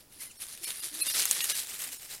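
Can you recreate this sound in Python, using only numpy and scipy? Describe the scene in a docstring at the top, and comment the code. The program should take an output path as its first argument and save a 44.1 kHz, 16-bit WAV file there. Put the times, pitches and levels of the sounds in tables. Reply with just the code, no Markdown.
"""Wild boar and piglets trot through dry leaves on a forest floor at night, coming close to the
mono microphone of a small camera. Each step crushes a patch of leaves into many tiny cracks; hooves
click, twigs crack, and the herd keeps the litter stirring. The sow grunts softly, a piglet squeaks
thinly, and the trunks answer faintly. At moments the rustle turns glassy."""
import sys
import numpy as np
from scipy import signal
from scipy.fft import rfft, irfft, next_fast_len
from scipy.io import wavfile
from scipy.ndimage import uniform_filter1d, map_coordinates

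SR = 44100
rng = np.random.default_rng(int(sys.argv[2]) if len(sys.argv) > 2 else 0)


def transcribe(signal):
    """Save signal, clipped to [-1, 1], as a 16-bit WAV file at the path in sys.argv[1]."""
    frames = np.atleast_2d(signal).T
    limited = np.clip(frames, -1, 1)
    pcm = np.round(limited * 32767).astype(np.int16)
    wavfile.write(sys.argv[1], SR, pcm)


N = 97020


def amp(db):
    """Decibels to gain."""
    return 10 ** (np.asarray(db) / 20)


def unit(x):
    """Scale to rms 1."""
    return x / np.sqrt(np.mean(x ** 2) + 1e-20)


def clock():
    """Time of each sample in seconds."""
    return np.arange(N) / SR


def wobble(rate):
    """A smooth random curve, rate knots a second."""
    return map_coordinates(rng.standard_normal(8192), [clock() * rate], mode="wrap")


def colour(x, points, size=2048):
    """Minimum-phase filter of unit energy through (f/Hz, level/dB) points."""
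    hz, db = np.transpose(points)
    grid = np.fft.rfftfreq(size, 1 / SR)
    gain = amp(np.interp(np.log(grid + 1), np.log(hz), db))
    cepstrum = irfft(np.log(gain))
    cepstrum[1:size // 2] *= 2
    cepstrum[size // 2 + 1:] = 0
    impulse = irfft(np.exp(rfft(cepstrum)))
    return signal.fftconvolve(x, impulse / np.linalg.norm(impulse))[:N]


def night_air():
    """The quiet bed of the forest: a steady low rush with faint hiss."""
    # background spectrum: f/Hz, level/dB
    spectrum = [(20, 5), (60, 2), (150, 1.5), (350, -2.5), (800, -7.5), (2000, -16), (10000, -14.5),
                (16000, -12)]
    return amp(-60.5) * unit(colour(rng.standard_normal(N), spectrum))


def crackle(per_s, spread_db, life_s, rub):
    """Envelope of many tiny cracks of uneven size over smooth rubbing."""
    sizes = amp(spread_db * np.minimum(rng.standard_normal(N), 2))
    cracks = (rng.random(N) < per_s / SR) * sizes ** 2
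    power = signal.lfilter([1], [1, -np.exp(-2 / (life_s * SR))], cracks)
    return np.sqrt(power / power.mean() + rub)


def leaf_noise(cracks, spectrum, patch_db=1.92, size=256):
    """Crackling noise; every leaf has its own colour, so gain varies in patches of time and frequency."""
    frames = signal.stft(cracks * rng.standard_normal(N), nperseg=size)[2]
    patches = uniform_filter1d(rng.standard_normal(frames.shape), size=6, axis=0)
    patches = uniform_filter1d(patches, size=4, axis=1)
    mottled = signal.istft(frames * amp(patch_db * unit(patches)), nperseg=size)[1][:N]
    return unit(colour(mottled, spectrum))


def leaves():
    """Steps swell, hold and die away in the litter; the same cracks sound in treble, crunch and body."""
    # hoof steps: t/s, time pressed down/s, crisp level/dB, crunch level/dB, body level/dB
    steps = [(0.124, 0.051, -55, -59, -66.5), (0.21, 0.033, -41, -50, -55),
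             (0.419, 0.0078, -38.5, -42, -52), (0.491, 0.048, -46.5, -49, -58.5),
             (0.642, 0.0036, -37, -40, -56), (0.674, 0.032, -37.5, -40.5, -48.5),
             (0.756, 0.048, -41.5, -48, -56), (0.837, 0.023, -37, -39.5, -50.5),
             (0.945, 0.067, -41.5, -43.5, -55), (1.017, 0.0032, -42, -49, -54),
             (1.068, 0.028, -34, -32.5, -46), (1.148, 0.074, -31.5, -30.5, -39.5),
             (1.254, 0.054, -39.5, -43, -63), (1.321, 0.012, -32, -40, -43), (1.359, 0.057, -44, -39, -46),
             (1.43, 0.013, -30, -34, -43.5), (1.5, 0.004, -31.5, -30, -38.5),
             (1.555, 0.048, -35, -36.5, -48.5), (1.693, 0.066, -42, -47, -50.5),
             (1.798, 0.05, -38, -44.5, -47.5), (1.869, 0.013, -48, -47.5, -52),
             (1.926, 0.0051, -39, -42.5, -50), (2.028, 0.027, -46.5, -51.5, -56),
             (2.104, 0.044, -43.5, -45.5, -52)]
    # litter kept stirring by the herd: t/s, level/dB
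    stirring = [(0, -53.5), (.07, -65.5), (.45, -51), (.9, -48.5), (1.25, -34), (1.6, -41.5), (2.2, -53)]
    # crisp treble of steps farther off: f/Hz, level/dB
    far_spectrum = [(3000, -58), (6000, -31), (8000, -14), (9400, 6), (11000, 3.5), (12200, -2),
                    (13200, -3.5), (15000, -19), (16000, -35)]
    # crisp treble of steps close to the microphone: f/Hz, level/dB
    near_spectrum = [(3000, -50), (5800, -12), (7200, -1), (10000, 0.2), (12000, 0), (13500, -3),
                     (15200, -5), (16200, -16)]
    # close steps' part of the treble power: t/s, share/0-1
    near_share = [(0, 0.063), (1.0, 0.056), (1.15, 0.38), (1.55, 0.4), (1.75, 0.94), (2.2, 1)]
    # midrange crunch of a step: f/Hz, level/dB
    crunch_spectrum = [(900, -46.5), (1800, -6.5), (2600, -4.5), (3800, 1.5), (5500, 1.5), (7000, -1),
                       (9000, 0), (14000, -42)]
    # hollow body of a step: f/Hz, level/dB
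    body_spectrum = [(40, -23.5), (130, -10), (300, -7.5), (600, -5.5), (1000, -6), (1550, 0), (2100, 1),
                     (3000, -0.5), (6000, -40)]
    attack_db_per_s, release_db_per_s = 651, 298
    t = clock()
    stir_db = np.interp(t, *np.transpose(stirring))
    power = amp(stir_db + [[-4.5], [-5.5], [-13.5]]) ** 2  # rows: crisp, crunch, body
    for start, hold, *levels in steps:
        rise_db = -attack_db_per_s * np.maximum(start - t, 0)
        fall_db = -release_db_per_s * np.maximum(t - start - hold, 0)
        power += amp(np.array(levels)[:, None] + rise_db + fall_db) ** 2
    crisp, crunch, body = np.sqrt(power)
    cracks = crackle(per_s=1300, spread_db=4.5, life_s=0.00067, rub=1.0)
    near = np.interp(t, *np.transpose(near_share))
    treble = np.sqrt(1 - near) * leaf_noise(cracks, far_spectrum)
    treble += np.sqrt(near) * leaf_noise(cracks, near_spectrum)
    return (amp(-0.5) * crisp * treble
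            + crunch * leaf_noise(cracks, crunch_spectrum)
            + body * leaf_noise(cracks, body_spectrum))


def throat(pitch, partials, jitter, shimmer_db, rate):
    """A harmonic voice with unsteady pitch and strength."""
    phase = 2 * np.pi * np.cumsum(pitch * (1 + jitter * wobble(rate))) / SR
    voice = sum(amp(db) * np.sin(k * phase) for k, db in partials)
    return unit(voice * amp(shimmer_db * wobble(rate)))


def sow():
    """Soft, rough, closed-mouth grunts that rise slightly."""
    # grunts: t/s, length/s, level/dB, first f/Hz, last f/Hz
    grunts = [(0.16, 0.025, -63, 280, 320), (0.61, 0.036, -59.5, 334, 403), (0.826, .05, -61.5, 319.6, 344),
              (.906, 0.1164, -56.5, 281.6, 322), (1.84, .08, -66, 249.5, 277)]
    # harmonics of a grunt: multiple, level/dB
    partials = [(1, -9), (2, -24)]
    out = np.zeros(N)
    for start, length, db, first_hz, last_hz in grunts:
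        progress = np.clip((clock() - start) / length, 0, 1)
        pitch = first_hz + (last_hz - first_hz) * progress
        swell = np.minimum(10 * progress * (1 - progress), 1)
        out += amp(db) * swell * throat(pitch, partials, jitter=0.08, shimmer_db=2, rate=220)
    return out


def trunks(x, t60_s=0.076):
    """The surrounding trunks scatter sound back as a short tail."""
    t = np.arange(SR // 2) / SR
    tail = rng.standard_normal(len(t)) * amp(-60 * t / t60_s)
    return signal.fftconvolve(x, tail / np.linalg.norm(tail))[:N]


def piglet():
    """Short thin squeaks, each one bending through three pitches."""
    # squeaks: t/s, length/s, level/dB, tilt/dB per harmonic, first, middle and last f/Hz
    squeaks = [(0.193, .052, -48.5, 1, 1172, 1042, 1520), (0.248, 0.052, -56.5, 0, 990, 1028, 1030),
               (0.296, .022, -54, -2, 1477, 1400, 1110), (0.307, .017, -50.5, 3, 1600, 1483, 1290)]
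    # harmonics of a squeak before the tilt: multiple, level/dB
    partials = [(1, -16.5), (2, -1), (3, -8), (4, -6), (5, -3.5), (6, -12), (7, -9)]
    out = np.zeros(N)
    for start, length, db, tilt, *pitches in squeaks:
        progress = np.clip((clock() - start) / length, 0, 1)
        pitch = np.polyval(np.polyfit([0, .5, 1], pitches, 2), progress)
        tilted = [(k, level + tilt * k) for k, level in partials]
        swell = np.sqrt(4 * progress * (1 - progress))
        out += amp(db) * swell * throat(pitch, tilted, jitter=0.0157, shimmer_db=-1, rate=850)
    return out


def hooves_and_twigs(snap_t60_s=0.0037, tail_db=-23.5, tail_t60_s=0.067):
    """A hoof strikes or a twig cracks: a millisecond burst, followed by a faint noisy tail."""
    # sharp snaps and clicks of hoof strikes and cracking twigs: t/s, level/dB, low part re bright/dB
    snaps = [(.1985, -45, -8), (0.4242, -34, -6), (0.4677, -26.5, -4), (0.5759, -29, -0.5),
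             (0.634, -24.5, -1.5), (0.7054, -22.5, 4), (0.7135, -27, -18), (0.757, -36, -14),
             (0.836, -31, -8), (0.943, -23, -6), (1.18, -21, 2), (1.2238, -11, -7), (1.2549, -6, -8.5),
             (1.3116, 1, -12.5), (1.3668, -30, -3), (1.406, -19, 5), (1.443, -15, -15),
             (1.5908, -21.5, -1.5), (1.671, -23.5, -5), (1.8842, -31.5, -10)]
    # bright part of a snap: f/Hz, level/dB
    bright_spectrum = [(300, -51), (2000, -19), (5000, -2), (7000, 8), (9000, 5.5), (11500, 7), (15000, 1),
                       (16500, -16)]
    # low part of a snap: f/Hz, level/dB
    low_spectrum = [(80, -33), (500, -13), (1200, -10.5), (2000, -0.5), (4000, 5.5), (7000, -25),
                    (14000, -51)]
    bright, low = np.zeros((2, N + SR))
    t = np.arange(SR // 10) / SR
    decay = amp(-60 * t / snap_t60_s) + amp(tail_db - 60 * t / tail_t60_s)
    for start, db, low_db in snaps:
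        burst = rng.standard_normal((2, len(t))) * decay
        burst *= np.linalg.norm(decay) / np.linalg.norm(burst, axis=1, keepdims=True)
        bright[round(start * SR):][:len(t)] += amp(db) * burst[0]
        low[round(start * SR):][:len(t)] += amp(db + low_db) * burst[1]
    return amp(-7) * (colour(bright[:N], bright_spectrum) + colour(low[:N], low_spectrum))


def glassy(rustle):
    """Now and then the rustle dips and a cluster of narrow, raspy tones rings in its place."""
    # glassy rings: peak t/s, level/dB, rise and fade/dB per s, rasp/rad, four tones f/Hz
    rings = [(0.381, -52, 620, .3, 4330, 5470, 8500, 10300),
             (0.66, -37, 615, 0.75, 2376, 4340, 5400, 10400),
             (0.814, -42.5, 620, 0.46, 2790, 4900, 10300, 11800),
             (1.023, -23.5, 990, 0.94, 2593, 4170, 9830, 10740),
             (1.089, -28, 750, 0.43, 2830, 3660, 4780, 10800),
             (1.131, -34, 620, 0.54, 4300, 5000, 5640, 11560),
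             (1.43, -31.5, 620, 0.28, 1880, 2846, 6600, 11500),
             (1.537, -36.5, 620, 0.5, 1670, 2860, 3830, 6050),
             (1.985, -48, 620, 0.27, 5340, 6900, 8650, 10700)]
    dip_db, dip_half_width_s = -11, 0.0079
    tilt_db_per_octave, rasp_cycles = 2.5, 14
    sparkle_low_hz, sparkle_high_hz = 8600, 13000
    t, tones = clock(), np.zeros(N)
    for peak, db, fade, rasp, *pitches in rings:
        rustle = rustle * amp(dip_db * np.exp(-((t - peak) / dip_half_width_s) ** 4))
        levels = tilt_db_per_octave * np.log2(np.divide(pitches, pitches[0]))
        levels[1] += 1.5  # the second tone stands out
        chord = sum(amp(level) * np.sin(2 * np.pi * hz * t + rasp * wobble(hz / rasp_cycles))
                    for level, hz in zip(levels, pitches))
        spread = (np.arange(4) + rng.random(4)) / 4  # a chance tone in each quarter of the sparkle band
        sparkle_hz = sparkle_low_hz + (sparkle_high_hz - sparkle_low_hz) * spread
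        chord += sum(np.sin(2 * np.pi * hz * t) for hz in sparkle_hz)
        tones += amp(db + 0.5 - fade * np.abs(t - peak)) * unit(chord)
    return rustle + tones


def scene():
    """The herd among the trees, heard from one spot; only snaps and calls come back off the trunks."""
    snaps_and_calls = hooves_and_twigs() + piglet() + sow()
    rustle = glassy(night_air() + leaves())
    return (rustle + snaps_and_calls + amp(-11) * trunks(snaps_and_calls))[None]


def record(dry):
    """The small camera keeps nothing above its band limit."""
    top_hz = 16200
    size = next_fast_len(N + SR // 2)
    passband = np.fft.rfftfreq(size, 1 / SR) < top_hz
    return irfft(rfft(dry, size) * passband, size)[..., :N]


dry = scene()
out = record(dry)
transcribe(out)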